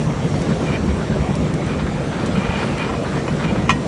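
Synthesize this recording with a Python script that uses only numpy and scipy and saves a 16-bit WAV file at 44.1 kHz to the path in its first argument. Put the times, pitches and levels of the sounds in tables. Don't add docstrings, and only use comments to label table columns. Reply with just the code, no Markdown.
import sys
import numpy as np
from scipy import signal
from scipy.fft import rfft, irfft, next_fast_len
from scipy.io import wavfile
from scipy.ndimage import uniform_filter1d, map_coordinates

SR = 44100
rng = np.random.default_rng(int(sys.argv[2]) if len(sys.argv) > 2 else 0)


def wav_out(sig):
    wavfile.write(sys.argv[1], SR, np.round(np.clip(np.atleast_2d(sig).T, -1, 1) * 32767).astype(np.int16))


def level_to_linear(level):
    exponent = np.asarray(level, float) / 20
    return 10 ** exponent


N = 170667

# (frequency [Hz], rms level at each of WHINE_TIMES_S [dB] x 5)
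WHINE_TONES = [(5604, -53, -54, -64, -58, -56), (5809, -62, -63, -65, -65, -64),
               (6002, -64, -63, -61, -61, -63), (6395, -53, -61, -59, -63, -68),
               (6794, -66, -67, -67, -67, -68), (7569, -57, -56, -57, -57, -58),
               (8312, -66, -67, -69, -69, -68), (8506, -71, -70, -69, -69, -70)]
WHINE_TIMES_S = [0, 1.3, 1.5, 2.6, 3.9]
# (time [s], rumble [dB], clatter [dB], hiss [dB])
MACHINE_LEVELS = [(0.0, -18.5, -28, -39.5), (0.16, -24, -26.5, -42.5), (0.35, -21.5, -28, -39),
                  (0.61, -19, -26, -39.5), (0.85, -21, -27.5, -42), (1.13, -20.5, -26, -41.5),
                  (1.43, -21.5, -27, -41.5), (2.1, -23, -27, -41.5), (2.38, -21.5, -25, -41),
                  (2.66, -23.5, -24.5, -40), (2.89, -22.5, -26, -41), (3.24, -22, -27.5, -40.5),
                  (3.52, -22, -25.5, -41), (3.87, -22.5, -27.5, -41.5)]
# (frequency [Hz], density [dB per Hz])
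RUMBLE_SPECTRUM = [(13, -49), (22, -39), (59, -5), (102, -6.5), (151, -3), (204, -3.5), (258, -6),
                   (387, -9), (460, -14), (700, -25), (910, -74), (1540, -120)]
# (centre [Hz], width [Hz], lift [dB])
FRAME_RESONANCES = [(144.8, 17.3, 6), (203.5, 16, 3.5), (462.5, 5.5, 7.5), (497, 9.1, -4), (520, 26, 5)]
# (frequency [Hz], density [dB per Hz])
CLATTER_SPECTRUM = [(240, -3), (400, -18), (452, -2), (720, -6.5), (1230, -12.5), (1380, -13),
                    (1480, -15.5), (2330, -17.5), (4500, -31.5), (5850, -48), (9900, -120)]
# (frequency [Hz], density [dB per Hz])
HISS_SPECTRUM = [(2060, -6.5), (3500, -0.5), (5340, -4), (5790, -3.5), (7090, -6), (7820, -6.5),
                 (10100, -12.5), (10800, -20), (14000, -52), (22000, -120)]
# (time [s], level [dB], t60 [s], tilt [dB per octave])
GRIT_TICKS = [(.144, -39, .035, -6), (.418, -40, .05, 0), (.5, -38, .05, -5), (.526, -39, .045, -6),
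              (1.353, -32.5, .045, -5), (1.375, -44, .03, -6), (1.539, -35.5, .03, -1),
              (1.663, -40.5, .03, -2), (2.26, -33.5, .09, -4), (2.39, -39, .04, -6), (2.649, -38, .05, -5),
              (2.78, -39, .04, -4)]
# (frequency [Hz], density [dB per Hz])
GRIT_SPECTRUM = [(900, -22), (2000, -7), (4500, -2), (7000, 0), (10000, -2), (12000, -10)]
# (start [s], length [s], ring level [dB], rasp level [dB])
SCRAPE_STROKES = [(.49, 0.041, -45, -33.5), (.657, 0.051, -32, -36), (.718, 0.039, -32, -37),
                  (.755, 0.014, -45, -37), (.88, 0.033, -45, -35), (1.78, 0.045, -43, -35),
                  (1.66, 0.077, -41.5, -33.5), (1.862, 0.013, -43, -28.5), (2.11, 0.14, -57, -33),
                  (2.35, 0.12, -33.5, -34), (2.488, 0.094, -31, -33), (2.585, 0.054, -33.5, -28.5),
                  (2.655, 0.038, -39, -34), (2.772, 0.066, -30, -29), (2.84, 0.052, -38, -34),
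                  (3.04, 0.062, -55, -32), (3.12, 0.078, -44, -34.5), (3.395, 0.051, -42, -29),
                  (3.436, 0.069, -33, -41), (3.55, 0.032, -40, -30.5)]
# (centre [Hz], width [Hz], relative level [dB])
PANEL_RESONANCES = [(915, 48, -8), (1560, 41, -8), (1960, 89, -13), (2370, 60, 0), (2470, 50, -5),
                    (2840, 60, -7), (3110, 37, -12), (3730, 41, -13)]
# (frequency [Hz], density [dB per Hz])
RASP_SPECTRUM = [(300, -5), (700, -7), (1500, -1.5), (2600, -15.5), (3500, -13.5), (5000, -22), (9000, -47)]
# (time [s], relative level [dB], treble tilt [dB per octave])
GUARD_KNOCKS = [(2.894, -11.5, -10), (2.936, -19, -7), (3.278, -17, -2), (3.682, -27, 2),
                (3.6925, -1, -1.5), (3.7035, -8, 1.5), (3.718, -24, 2)]
# (frequency [Hz], relative level [dB], t60 [s])
GUARD_MODES = [(775, -10, .13), (1020, 1.5, .06), (1125, 0, .055), (1340, -3, .07), (1895, -9, .2),
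               (2110, -5, .06), (2460, -3, .07), (2789, -12, .08), (2972, -9, .2), (3386, -19, .12),
               (4070, -20, .12), (4323, -23, .16), (5340, -17, .08), (6207, -22, .09)]
# (frequency [Hz], density [dB per Hz])
CRACK_SPECTRUM = [(400, -26), (1000, -4.5), (2500, 2), (4000, -9.5), (6700, -10.5), (10800, -28)]
# (time [s], level before trim [dB], pitch [Hz], ring to -20 dB [cycles])
POTATO_THUDS = [(.068, -1.5, 156.5, 3.5), (.25, -3.5, 166, 3), (.509, -2.5, 195, 3.5),
                (.877, -10, 198, 11.5), (.885, -8.5, 71, 5.5), (.982, -9, 178, 3), (1.098, -12.5, 217, 16),
                (1.19, -8.5, 67.6, 4), (1.288, -11.5, 190, 10), (1.717, -5.5, 180, 3), (1.784, -11, 173, 2),
                (1.942, -7, 144, 3.5), (2.305, -11, 194, 4), (2.344, -3, 160, 3), (2.377, -5.5, 195, 6),
                (2.487, -5, 85, 2), (3.222, -3, 148, 2), (3.444, -5.5, 161, 5.5)]
# (time [s], level [dB], pitch [Hz])
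POTATO_CLACKS = [(.342, -10, 1000), (.385, -15, 450), (.502, -11, 600), (.527, -15, 500), (.67, -15, 1660),
                 (.719, -15, 2750), (.799, -14, 400), (.808, -14, 350), (.914, -12, 455), (1.16, -14, 500),
                 (1.80, -19, 1300), (1.869, -17, 1000), (2.218, -16, 1240), (2.378, -16, 1570),
                 (2.411, -13, 1780), (2.491, -14, 1390), (2.507, -15, 1890), (2.538, -15, 930),
                 (2.565, -15, 1840), (2.592, -13, 930), (2.618, -13, 1330), (2.732, -16, 2000),
                 (2.784, -15, 1800), (2.801, -12, 1070), (2.828, -13, 1900), (2.847, -15, 1210),
                 (2.876, -14, 1720), (3.054, -16, 1380), (3.131, -16, 1400), (3.412, -13, 1100),
                 (3.56, -14, 1070)]


def unit(x):
    return x / np.sqrt(np.mean(x ** 2) + 1e-20)


def along(points, hz):
    f, v = np.transpose(points)
    return np.interp(np.log(hz + 1), np.log(f + 1), v)


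def wobble(knots_per_s):
    return map_coordinates(rng.standard_normal(200), [np.arange(N) * knots_per_s / SR])


def filtered(x, response):
    m = next_fast_len(N + SR // 2)
    return irfft(rfft(x, m) * response(np.fft.rfftfreq(m, 1 / SR)), m)[:N]


def shaped(x, spectrum):
    return unit(filtered(x, lambda hz: level_to_linear(along(spectrum, hz))))


def rush(patchy_db):
    z = signal.stft(rng.standard_normal(N), nperseg=1024)[2]
    field = uniform_filter1d(rng.standard_normal(z.shape), size=6, axis=0)
    field = uniform_filter1d(field, size=5, axis=1)
    return unit(signal.istft(z * level_to_linear(patchy_db * unit(field)), nperseg=1024)[1][:N])


def impacts(per_s, spread_db):
    chance, side, strength = rng.random((3, N))
    gain = level_to_linear(-spread_db * np.log(strength + .03))
    return unit((chance < per_s / SR) * np.sign(side - .5) * gain)


def blend(a, b, share):
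    return np.sqrt(1 - share) * a + np.sqrt(share) * b


def place(events, sound):
    out, t = np.zeros(N + SR), np.arange(SR // 3) / SR
    for s, *cols in events:
        out[round(s * SR):][:len(t)] += sound(t, *cols)
    return out[:N]


def thump(t, db, hz, cycles, rise_per_cycle):
    decay = level_to_linear(db - 20 * t * hz / cycles)
    return decay * (1 - np.exp(-t * hz * rise_per_cycle)) * np.sin(2 * np.pi * hz * t)


def whine():
    waver_hz, flutter_db = 1, 1
    t = np.arange(N) / SR
    drift_cycles = np.cumsum(waver_hz * wobble(13)) / SR
    out = np.zeros(N)
    for hz, *levels_db in WHINE_TONES:
        level_db = np.interp(t, WHINE_TIMES_S, levels_db) + flutter_db * wobble(30)
        tone = np.sin(2 * np.pi * (hz * t + drift_cycles + rng.random()))
        out += np.sqrt(2) * level_to_linear(level_db) * tone
    return out


def machine():
    tumbles_per_s, tumble_share = 260, 0.32
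    rattles_per_s, rattle_share = 1500, 0.27
    s, *cols = np.transpose(MACHINE_LEVELS)
    low_db, mid_db, high_db = [np.interp(np.arange(N) / SR, s, c) for c in cols]

    def frame(hz):
        lift_db = sum(db / (1 + (2 * (hz - c) / w) ** 2) for c, w, db in FRAME_RESONANCES)
        return level_to_linear(along(RUMBLE_SPECTRUM, hz) + lift_db)

    tumbling = blend(rush(patchy_db=2.5), impacts(tumbles_per_s, spread_db=3), tumble_share)
    rattling = blend(rush(patchy_db=3), impacts(rattles_per_s, spread_db=3), rattle_share)
    rumble = unit(filtered(tumbling, frame))
    clatter = shaped(rattling, CLATTER_SPECTRUM)
    hiss = shaped(rush(patchy_db=2.5), HISS_SPECTRUM)
    shake_db = 0.54 * wobble(9)
    return (level_to_linear(low_db + 0.62 + 0.23 * wobble(7.1)) * rumble
            + level_to_linear(mid_db - 0.03 + 0.63 * shake_db) * clatter
            + level_to_linear(high_db - 1.3 + shake_db) * hiss)


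def ticks():
    snap_db, snap_t60_s = 5, .015
    rise_s, pivot_hz = .0003, 6500

    def burst(t, db, t60_s, tilt_db):
        hz = np.fft.rfftfreq(len(t), 1 / SR) + 1
        tint = level_to_linear(along(GRIT_SPECTRUM, hz) + tilt_db * np.log2(hz / pivot_hz))
        grit = unit(irfft(rfft(rng.standard_normal(len(t))) * tint, len(t)))
        decay = level_to_linear(-60 * t / t60_s) + level_to_linear(snap_db - 60 * t / snap_t60_s)
        return level_to_linear(db) * decay * (1 - np.exp(-t / rise_s)) * grit

    return place(GRIT_TICKS, burst)


def scrapes():
    rise_s, fall_s = 0.003, 0.013
    slips_per_s, catches_per_s, catch_share = 700, 150, .5

    def stroke(t, length_s):
        return (1 - np.exp(-t / rise_s)) * np.exp(-np.clip(t - length_s, 0, 9) / fall_s)

    def panel(hz):
        return sum((-1) ** k * level_to_linear(db) * 1j * hz * w / (c * c - hz * hz + 1j * hz * w)
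                   for k, (c, w, db) in enumerate(PANEL_RESONANCES))

    ring_gain = place(SCRAPE_STROKES, lambda t, length_s, ring_db, rasp_db: level_to_linear(ring_db) * stroke(t, length_s))
    rasp_gain = place(SCRAPE_STROKES, lambda t, length_s, ring_db, rasp_db: level_to_linear(rasp_db) * stroke(t, length_s))
    slips = impacts(slips_per_s, spread_db=2) + 0.83 * rng.standard_normal(N)
    slips += catch_share * impacts(catches_per_s, spread_db=1.5)
    ring = unit(filtered(slips, panel))
    rasp = shaped(slips, RASP_SPECTRUM)
    return level_to_linear(1.3 * wobble(40)) * (ring_gain * ring + rasp_gain * rasp)


def knocks():
    crack_db, crack_t60_s, rise_s = -6, 0.07, .0012
    pivot_hz = GUARD_MODES[1][0]

    def strike(t, db):
        return level_to_linear(db - 7) * (1 - np.exp(-t / rise_s))

    def ring(t, db, tilt_db):
        modes = np.zeros(len(t))
        for k, (hz, level_db, t60_s) in enumerate(GUARD_MODES):
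            mode_db = level_db + tilt_db * np.log2(hz / pivot_hz) + rng.normal(0, 1)
            tone = np.sin(2 * np.pi * hz * t + rng.normal(0, 0.69))
            modes += (-1) ** k * level_to_linear(mode_db - 60 * t / t60_s) * tone
        return strike(t, db) * modes

    def crack(t, db, tilt_db):
        return strike(t, db) * level_to_linear(crack_db + tilt_db - 60 * t / crack_t60_s)

    noise = shaped(rng.standard_normal(N), CRACK_SPECTRUM)
    return place(GUARD_KNOCKS, ring) + place(GUARD_KNOCKS, crack) * noise


def thuds():
    trim_db, clack_cycles = 1, 1.6

    def thud(t, db, hz, cycles):
        return thump(t, db + trim_db, hz, cycles, rise_per_cycle=1.3)

    def clack(t, db, hz):
        return thump(t, db, hz, clack_cycles, rise_per_cycle=11)

    return place(POTATO_THUDS, thud) + place(POTATO_CLACKS, clack)


def scene():
    return (whine() + machine() + ticks() + scrapes() + knocks() + thuds())[None]


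def top_cut(x):
    return signal.sosfilt(signal.butter(12, 10920, fs=SR, output="sos"), x)


def record(dry):
    ceiling, low_cut_hz, high_cut_hz = .98, 32, 10650

    def band(hz):
        return 1 / (1 + (hz / high_cut_hz) ** 120) / (1 + (low_cut_hz / (hz + 1)) ** 4)

    soft = dry[0] / (1 + np.abs(dry[0] / ceiling) ** 5) ** (1 / 5)
    mix = filtered(soft, band)[None]
    return top_cut(mix)


dry = scene()
out = record(dry)
wav_out(out)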